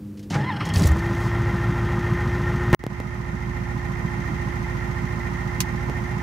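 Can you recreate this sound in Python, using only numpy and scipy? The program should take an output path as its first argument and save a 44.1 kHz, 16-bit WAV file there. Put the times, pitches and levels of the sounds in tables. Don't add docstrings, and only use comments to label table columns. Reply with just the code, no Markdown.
import sys
import numpy as np
from scipy import signal
from scipy.fft import rfft, irfft, next_fast_len
from scipy.io import wavfile
from scipy.ndimage import map_coordinates

SR = 44100
rng = np.random.default_rng(int(sys.argv[2]) if len(sys.argv) > 2 else 0)


def waveform_to_disk(signal):
    frames = np.transpose(np.atleast_2d(signal))
    scaled = np.clip(frames, -1, 1) * 32767
    samples = np.round(scaled).astype(np.int16)
    wavfile.write(sys.argv[1], SR, samples)


N = 274610
T = np.arange(N) / SR
START_S, CATCH_S = 0.3, 0.7
JUMP_S, CUT_S, BACK_S, FULL_S = 2.731, 2.748, 2.793, 2.897
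FIRINGS_PER_CYCLE, TOP_HZ = 8, 15700


def engine():
    firing = firing_count()
    angle = 2 * np.pi * firing / FIRINGS_PER_CYCLE
    engaged = np.clip((T - START_S) / 0.035, 0, 1)
    slowness = 1 - share_of_idle()
    flare = hump(0.84, 0.14, 0.043)

    def gain(idle_db, standstill_db, flare_db):
        return engaged * amp(idle_db + standstill_db * slowness + flare_db * flare)

    return (gain(-27, standstill_db=-14, flare_db=2.5) * boom(angle)
            + gain(-24, standstill_db=-22, flare_db=6.8) * throbs(firing)
            + gain(-33.5, standstill_db=4, flare_db=9.6) * rumble(angle)
            + gain(-32.5, standstill_db=-18, flare_db=-10) * gear_whine(angle)
            + gain(-31, standstill_db=-13.6, flare_db=-0.27) * clatter(firing))


# time in seconds, idle firing rate in Hz.
IDLE_DRIFT = [(1.6, 55.6), (2.3, 56.5), (3.1, 56.95), (4, 56.35), (4.8, 56.5), (6.2, 56.95)]

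def firing_hz(crank_hz=8, catch_hz=35, settle_s=0.12):
    idle_hz = over_time(IDLE_DRIFT)
    progress = np.clip((T - START_S) / (CATCH_S - START_S), 0, 1)
    cranking_hz = crank_hz * (catch_hz / crank_hz) ** progress
    return idle_hz - (idle_hz - cranking_hz) * np.exp(-np.maximum(T - CATCH_S, 0) / settle_s)


def share_of_idle():
    return firing_hz() / over_time(IDLE_DRIFT)


def firing_count(cycle_starts_s=(1.552, 4.476)):
    count = np.cumsum(firing_hz()) / SR
    before, after = np.interp(cycle_starts_s, T, count)
    origin = np.where(T < CUT_S, before, before + (after - before) % FIRINGS_PER_CYCLE)
    return count - origin + 0.01 * wobble(12)


# place in the cycle in firings, pitch in Hz, relative level in dB, half-width in seconds.
CAB_THROBS = [(0.1, 164.4, 8.5, 0.006), (1.35, 243, -10.5, 0.016), (1.64, 165.8, -2.5, 0.013),
              (1.98, 79.2, -3, 0.032), (3.55, 107.4, 7.5, 0.0061), (4.79, 241, -9.5, 0.015),
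              (5.05, 84, -7.5, 0.052), (5.44, 170, -2, 0.017), (5.6, 127, -1, 0.018),
              (6.96, 221, -5.5, 0.0098), (7.27, 165.7, 0, 0.02), (7.57, 124.5, 1.5, 0.021)]

def throbs(firing):
    return cycle_tones(firing, CAB_THROBS, jitter_s=0.00035, scatter_db=1.18, detune=0.0093)


# multiple of the four-stroke cycle rate, relative level in dB.
BOOM_ORDERS = [(8, -2), (16, -5)]

def boom(angle):
    return sum(amp(db + 0.97 * wobble(4.9)) * np.sin(order * angle) for order, db in BOOM_ORDERS)


# injector rattle, block knock, tappet tick, in relative dB.
CYLINDER_DB = [(3, -2, 6.5), (1, -1.5, 0.5), (1.5, 1.5, 0), (1.5, 1, 1.5), (4.5, 1, 5.5), (1.5, 0.5, -2),
               (-1.5, 1.5, 1.5), (-1.5, 1, 0)]
# place in the cycle in firings, pitch in Hz, relative level in dB, half-width in seconds.
METAL_CLANKS = [(0.051, 1005, -0.5, 0.006), (1, 1857, -6, 0.014), (1.651, 2000, -1.5, 0.007),
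                (1.902, 3200, -16, 0.011), (2.052, 1825, 3, 0.0054), (2.751, 868, -1, 0.0049),
                (2.897, 2070, -7.5, 0.0059), (3.103, 1374, -7.5, 0.015), (3.896, 847, -10, 0.0044),
                (4.001, 1855, 3, 0.01), (4.85, 2050, -3, 0.004), (5.146, 1838, 1, 0.0074),
                (5.201, 1383, -6.5, 0.01), (5.899, 3183, -17, 0.019), (6.6, 1855, -2.5, 0.014)]
# centre in Hz, width in Hz, gain in dB.
BLOCK_MODES = [(523, 125, -7.5), (693, 154, -7.5), (839.4, 51.7, 1), (1025, 74, -2), (1243, 58, -3.5),
               (1369, 33, 0), (1527, 177, -8)]
COVER_MODES = [(1816, 74, -3.5), (2082, 110, -9), (2407, 110, -19), (2747, 40, -19), (3170, 90, -23),
               (3695, 52, -28.5)]
TAPPET_MODES = [(6500, 330, 4.5), (8650, 210, -3), (9560, 130, -2.5), (10600, 400, -2), (12300, 780, -1.5)]
# frequency in Hz, gain in dB.
FIZZ_SPECTRUM = [(200, -44), (400, 10), (2200, 8), (3000, 5), (4500, -2), (6200, -1), (8000, -13),
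                 (12000, -28), (16000, -32)]

def clatter(firing):
    rattle_db, knock_db, tick_db = np.transpose(CYLINDER_DB)
    clanks = cycle_tones(firing, METAL_CLANKS, jitter_s=0.001479, scatter_db=1.98, detune=0.0081)
    block = ringing(knocks(firing, knock_db, delay=0.6, fall_db=-3.5, fresh=0.85), BLOCK_MODES)
    covers = ringing(knocks(firing, rattle_db, delay=0.62, fall_db=5, fresh=0.7), COVER_MODES)
    fizz = coloured(knocks(firing, 0.35 * tick_db, delay=0.45, fall_db=5, fresh=1.3), FIZZ_SPECTRUM)
    ticks = ringing(knocks(firing, tick_db, delay=0.58, fall_db=8, fresh=0.68), TAPPET_MODES)
    return (amp(-4.5) * clanks + amp(-3) * unit(block) + amp(-6) * unit(covers)
            + amp(-13) * unit(fizz) + amp(-33) * unit(ticks))


def knocks(firing, cylinder_db, delay, fall_db, fresh, size=6200):
    beat = firing - delay
    place = beat / FIRINGS_PER_CYCLE % 1 * size
    repeating = np.array([np.interp(place, np.arange(size), rng.standard_normal(size)) for _ in range(2)])
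    cylinder = np.floor(beat).astype(int) % FIRINGS_PER_CYCLE
    level_db = cylinder_db[cylinder] - fall_db * (beat % 1)
    return spread(amp(level_db) * (repeating + fresh * rng.standard_normal((2, N))))


def cycle_tones(firing, rows, jitter_s, scatter_db, detune):
    track, t = np.zeros(N), T[:SR // 10] - T[SR // 20]
    for place, hz, db, half_width_s in rows:
        cycle = np.floor((firing - place) / FIRINGS_PER_CYCLE)
        peaks_s = T[1:][np.diff(cycle) > 0]
        for peak_s, (late, size, pitch) in zip(peaks_s, rng.standard_normal((64, 3))):
            tone = np.cos(2 * np.pi * hz * (1 + detune * pitch) * t)
            envelope = amp(db + scatter_db * size) * np.exp(-(t / half_width_s) ** 2)
            add(track, max(peak_s + t[0] + jitter_s * late, 0), envelope * tone)
    return track


# teeth passing per cycle, relative level in dB.
TIMING_GEARS = [(50, 4.5), (58, -11.5)]

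def gear_whine(angle):
    return unit(sum(amp(db + 0.68 * wobble(30)) * np.sin(teeth * angle + 0.17 * wobble(40))
                    for teeth, db in TIMING_GEARS))


# frequency in Hz, gain in dB.
CAB_SPECTRUM = [(30, -33), (70, -8), (100, 7.5), (135, 1), (190, 0.5), (240, -6.5), (300, -3.5), (380, -9),
                (450, -19.5), (1200, -33), (2000, -41), (6000, -86)]

def rumble(angle, swell_db=2.5):
    return amp(swell_db * np.cos(angle) * share_of_idle() ** 4) * stereo_noise(CAB_SPECTRUM)


# multiple of the mesh rate, relative level in dB.
PINION_HARMONICS = [(1, 0.5), (2, 3), (3, -8), (4, -6)]
# peak time in seconds, mesh rate gained in Hz, rise and fall in seconds.
STARTER_SPURTS = [(.484, 220.4, .06, 0.028), (.606, 441, 0.0074, 0.05)]
# peak time in seconds, whine boost in dB, crunch in dB, rise in seconds.
TOOTH_BITES = [(0.349, 6, -27.5, 0.016), (0.503, 10.5, -42, 0.042), (.609, 17, -34.5, 0.004)]
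# centre in Hz, width in Hz, gain in dB.
HOUSING_MODES = [(1180, 180, -13), (2000, 230, 2.5), (2930, 150, 6.5), (3250, 47, 10), (4200, 230, -2.5),
                 (5300, 180, -1), (8900, 1100, -20)]

def starter(loaded_hz=813, spin_up_s=0.084, bite_fall_s=0.018, release_s=0.704, release_db_per_s=150):
    mesh_hz = loaded_hz + sum(hz * hump(s, rise, fall) for s, hz, rise, fall in STARTER_SPURTS)
    overrun = ramp(0, 1, 0.56, 0.064)
    chatter = (0.25 + 0.47 * overrun) * wobble(350)
    angle = 2 * np.pi * np.cumsum(mesh_hz) / SR + chatter
    teeth = sum(amp(db + 2 * wobble(140)) * np.sin(k * angle) for k, db in PINION_HARMONICS)
    whine = ringing(teeth, BLOCK_MODES + COVER_MODES) + amp(-18) * teeth
    scrape = rng.standard_normal(N) * amp(1.8 * wobble(120))
    grind = unit(ringing(scrape, HOUSING_MODES) * amp(3.5 * wobble(90)))
    crunch = unit(butterworth(scrape, 5, [850, 2350], "bandpass"))
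    crunch *= sum(amp(db) * hump(s, rise, bite_fall_s) for s, _, db, rise in TOOTH_BITES)
    bite_db = sum(db * hump(s, rise, bite_fall_s) for s, db, _, rise in TOOTH_BITES)
    drive_db = -33 - 7 * overrun - release_db_per_s * np.maximum(T - release_s, 0)
    drive = np.clip((T - START_S) / spin_up_s, 0, 1) * amp(drive_db)
    return drive * (amp(bite_db) * whine + amp(-15.5 + 13.5 * overrun) * grind) + crunch


# start in seconds, ring level in dB, ring pitch in Hz, thud level in dB.
CAB_THUMPS = [(0.306, -20, 166, -30), (.352, -13.5, 141, -23.5), (0.399, -13.5, 135.6, -32),
              (0.61, -20, 112, -37), (.661, -19.5, 161, -33), (0.757, -11, 87, -28), (0.794, -26, 143, -27),
              (.845, -8, 79.6, -27), (0.897, -6.5, 74, -34), (.956, -19.5, 208, -34),
              (4.284, -25.5, 308, -36), (5.885, -26.5, 202, -30.5)]

def thumps(t60_s=0.2):
    track, t = np.zeros(N), T[:SR // 4]
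    envelope = amp(-60 * t / t60_s) * (1 - np.exp(-t / 0.001))
    for start_s, ring_db, hz, thud_db in CAB_THUMPS:
        ring = amp(ring_db) * np.sin(2 * np.pi * hz * t)
        thud = amp(thud_db) * unit(butterworth(rng.standard_normal(len(t)), 2, [120, 700], "bandpass"))
        add(track, start_s, envelope * (ring + thud))
    return track


# start in seconds, relative level in dB, 60 dB decay in seconds, low-pass cutoff in Hz.
PART_CLICKS = [(0.173, -43, 0.094, 12000), (0.193, -40, 0.074, 12000), (.2283, -43, 0.12, 12000),
               (0.301, -28.5, 0.46, 7900), (0.342, -24.5, 0.1, 7460), (0.6528, -28.5, 0.13, 12000),
               (.689, -28, 0.048, 12000), (5.6039, -7.5, 0.058, 18000)]
# frequency in Hz, gain in dB.
TRIM_SPECTRUM = [(300, -18), (1500, -4.5), (3000, 0), (6000, -1.5), (9000, -9), (12300, -10), (16000, -13)]

def clicks(attack_s=0.000087):
    track, t = np.zeros((2, N)), T[:SR // 4]
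    for start_s, db, t60_s, cutoff_hz in PART_CLICKS:
        burst = butterworth(rng.standard_normal((2, len(t))), 2, cutoff_hz, "lowpass")
        add(track, start_s, amp(db - 60 * t / t60_s) * (1 - np.exp(-t / attack_s)) * burst)
    return amp(-2) * coloured(track, TRIM_SPECTRUM)


# start in seconds, level in dB, centre pitch in Hz.
DASH_SHAKES = [(0.737, -25, 6110), (.758, -22, 5370), (0.771, -28, 6100), (0.78, -30, 7200),
               (.793, -28.5, 6360), (0.8193, -30, 4300), (0.829, -28, 4600), (0.8363, -25, 4950),
               (.856, -32, 6960), (.87, -24.5, 10100), (.915, -39, 7900), (0.967, -43, 6000),
               (0.9906, -38.5, 5940)]

def dash(pieces=40, scatter_s=0.0025, t60_s=0.024, from_s=0.737, until_s=0.896, fade_db_per_s=20):
    track, t = np.zeros(N), T[:SR // 16]
    for start_s, db, centre_hz in DASH_SHAKES:
        pitch, size, late = rng.standard_normal((3, pieces, 1))
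        hz = centre_hz * np.exp(0.42 * pitch)
        age_s = np.maximum(t - scatter_s * np.abs(late), 0)
        rings = (hz < TOP_HZ) * amp(5.55 * size - 60 * age_s / t60_s) * np.sin(2 * np.pi * hz * age_s)
        add(track, start_s, amp(db) * rings.sum(0) / np.sqrt(pieces))
    shaking = ramp(0, 0.97, from_s, 0.005) * ramp(0.97, 0, until_s, 0.019)
    settling = (T > until_s) * amp(-14.5 - fade_db_per_s * (T - until_s))
    buzz = unit(coloured(rng.standard_normal(N) * amp(3.1 * wobble(250)), TRIM_SPECTRUM))
    return track + amp(-37) * (shaking + settling) * buzz


# pitch in Hz, rms level in dB.
PUMP_TONES = [(102.3, -45), (204.6, -38.5), (301.5, -44.5), (403.7, -64), (506.0, -60.5)]

def fuel_pump(fade_from_s=0.52, fade_s=0.27):
    hum = sum(amp(db + wobble(5)) * np.sqrt(2) * np.sin(2 * np.pi * (hz * T + rng.random()))
              for hz, db in PUMP_TONES)
    return hum * np.clip(1 - (T - fade_from_s) / fade_s, 0, 1)


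def hiss():
    air = unit(coloured(rng.standard_normal(N), [(1500, -18), (5000, 7), (8000, 0), (15000, -12)]))
    return amp(-50.5) * hump(1.26, 0.11, 0.04) * air


# frequency in Hz, gain in dB.
AIR_SPECTRUM = [(25, -52), (60, -2.5), (130, 2), (240, -6.5), (350, -7), (600, -24.5), (1000, -29.5),
                (3000, -38), (8000, -42.5), (16000, -43)]

def cab_air():
    return amp(-41.5) * stereo_noise(AIR_SPECTRUM)


# frequency in Hz, left-right correlation.
STEREO_CORRELATION = [(60, 0.21), (130, 1), (290, -0.11), (640, 0.73), (1410, -0.18), (3100, 0.17),
                      (6820, 0.06), (15000, -0.28)]

def spread(pair):
    turn = lambda hz: np.arccos(np.clip(over_hz(STEREO_CORRELATION, hz), -1, 1)) / 2
    mid, side = filtered(pair, lambda hz: np.array([np.cos(turn(hz)), np.sin(turn(hz))]))
    return np.array([mid + side, mid - side])


def stereo_noise(spectrum):
    return unit(spread(coloured(rng.standard_normal((2, N)), spectrum)))


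def amp(db):
    return 10 ** (np.asarray(db) / 20)


def unit(x):
    return x / np.sqrt(np.mean(x ** 2) + 1e-20)


def over_hz(points, hz):
    knots_hz, values = np.transpose(points)
    return np.interp(np.log(hz + 1), np.log(knots_hz + 1), values)


def over_time(points):
    return np.interp(T, *np.transpose(points))


def hump(peak_s, rise_s, fall_s):
    return np.exp(-((T - peak_s) / np.where(T < peak_s, rise_s, fall_s)) ** 2)


def ramp(first, last, halfway_s, length_s):
    return first + (last - first) * np.clip((T - halfway_s) / length_s + 0.5, 0, 1)


def wobble(knots_per_s):
    return map_coordinates(rng.standard_normal(int(N * knots_per_s / SR) + 4), [T * knots_per_s])


def butterworth(x, order, hz, kind):
    return signal.sosfilt(signal.butter(order, hz, kind, fs=SR, output="sos"), x)


def filtered(x, response):
    size = next_fast_len(N + SR // 2)
    return irfft(rfft(x, size) * response(np.fft.rfftfreq(size, 1 / SR)), size)[..., :N]


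def coloured(x, spectrum, size=8192):
    cepstrum = irfft(np.log(amp(over_hz(spectrum, np.fft.rfftfreq(size, 1 / SR)))))
    cepstrum[1:size // 2] *= 2
    cepstrum[size // 2 + 1:] = 0
    impulse = irfft(np.exp(rfft(cepstrum)))
    return signal.fftconvolve(np.atleast_2d(x), impulse[None], axes=1)[:, :N]


def ringing(x, modes):
    def response(hz):
        return sum((-1) ** k * amp(db) * 1j * hz * width / (centre ** 2 - hz ** 2 + 1j * hz * width)
                   for k, (centre, width, db) in enumerate(modes))
    return filtered(x, response)


def add(track, start_s, sound):
    part = track[..., round(start_s * SR):][..., :sound.shape[-1]]
    part += sound[..., :part.shape[-1]]


def scene():
    return engine() + starter() + fuel_pump() + cab_air() + clicks() + dash() + thumps() + hiss()


# start in seconds, relative level in dB.
ELECTRICAL_POPS = [(2.73, -2), (2.747, -2), (2.839, -14.5), (2.8415, -21), (2.866, -11.5), (3.002, -15),
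                   (5.8982, -16)]

def pops(ring_hz=120, chirp_hz=420, decay_s=0.007, edge_s=0.00018):
    track, t = np.zeros(N), T[:SR // 20]
    swing = np.cos(2 * np.pi * np.cumsum(ring_hz + chirp_hz * np.exp(-t / 0.0012)) / SR)
    envelope = np.exp(-t / decay_s) * (1 - 0.33 * np.exp(-t / edge_s))
    for start_s, db in ELECTRICAL_POPS:
        add(track, start_s, amp(db - 3.5) * envelope * swing)
    return track


# frequency in Hz, gain in dB.
LEFT_EQ = [(60, -6), (110, -5), (200, -3.5), (380, -11), (700, -5), (1290, -5), (2380, -3), (4400, -4.5),
           (8120, -2), (15000, -0.5)]
RETURN_EQ = [(60, 2.5), (110, -1.5), (200, 0.5), (270, 3), (355, -3), (500, -2.5), (900, -0.5), (1600, -2),
             (1830, -2.5), (2080, 1.7), (2600, -1), (3200, -4), (4200, 0), (6000, 0.7), (9000, 1.15)]

def record(dry, jump_db=13.5, mute_db=-40, faint_db=-5.5, crossover_hz=306):
    pair = np.array([filtered(dry[0], lambda hz: amp(over_hz(LEFT_EQ, hz))), dry[1]])
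    pair = filtered(pair, lambda hz: amp(over_hz(RETURN_EQ, hz)))
    bass = filtered(pair, lambda hz: 1 / (1 + (hz / crossover_hz) ** 4))
    bass_db = ramp(-9.5, -2, halfway_s=3, length_s=1.1)
    treble_db = ramp(-4.5, 0.58, halfway_s=3.5, length_s=1.5)
    returning = bass * amp(bass_db) + (pair - bass) * amp(treble_db)
    heard = butterworth(np.where(T < CUT_S, dry[1], returning), 6, 48, "highpass")
    back_db = ramp(faint_db, 0, FULL_S, 0.012)
    gain_db = np.select([T < JUMP_S, T < CUT_S, T < BACK_S], [0, jump_db, mute_db], back_db)
    crackle = pops() * np.where((T > CUT_S) & (T < BACK_S), amp(mute_db), 1)
    clipped = np.clip(heard * amp(gain_db) + crackle, -1, 1)
    return filtered(clipped, lambda hz: hz < TOP_HZ)


dry = scene()
out = record(dry)
waveform_to_disk(out)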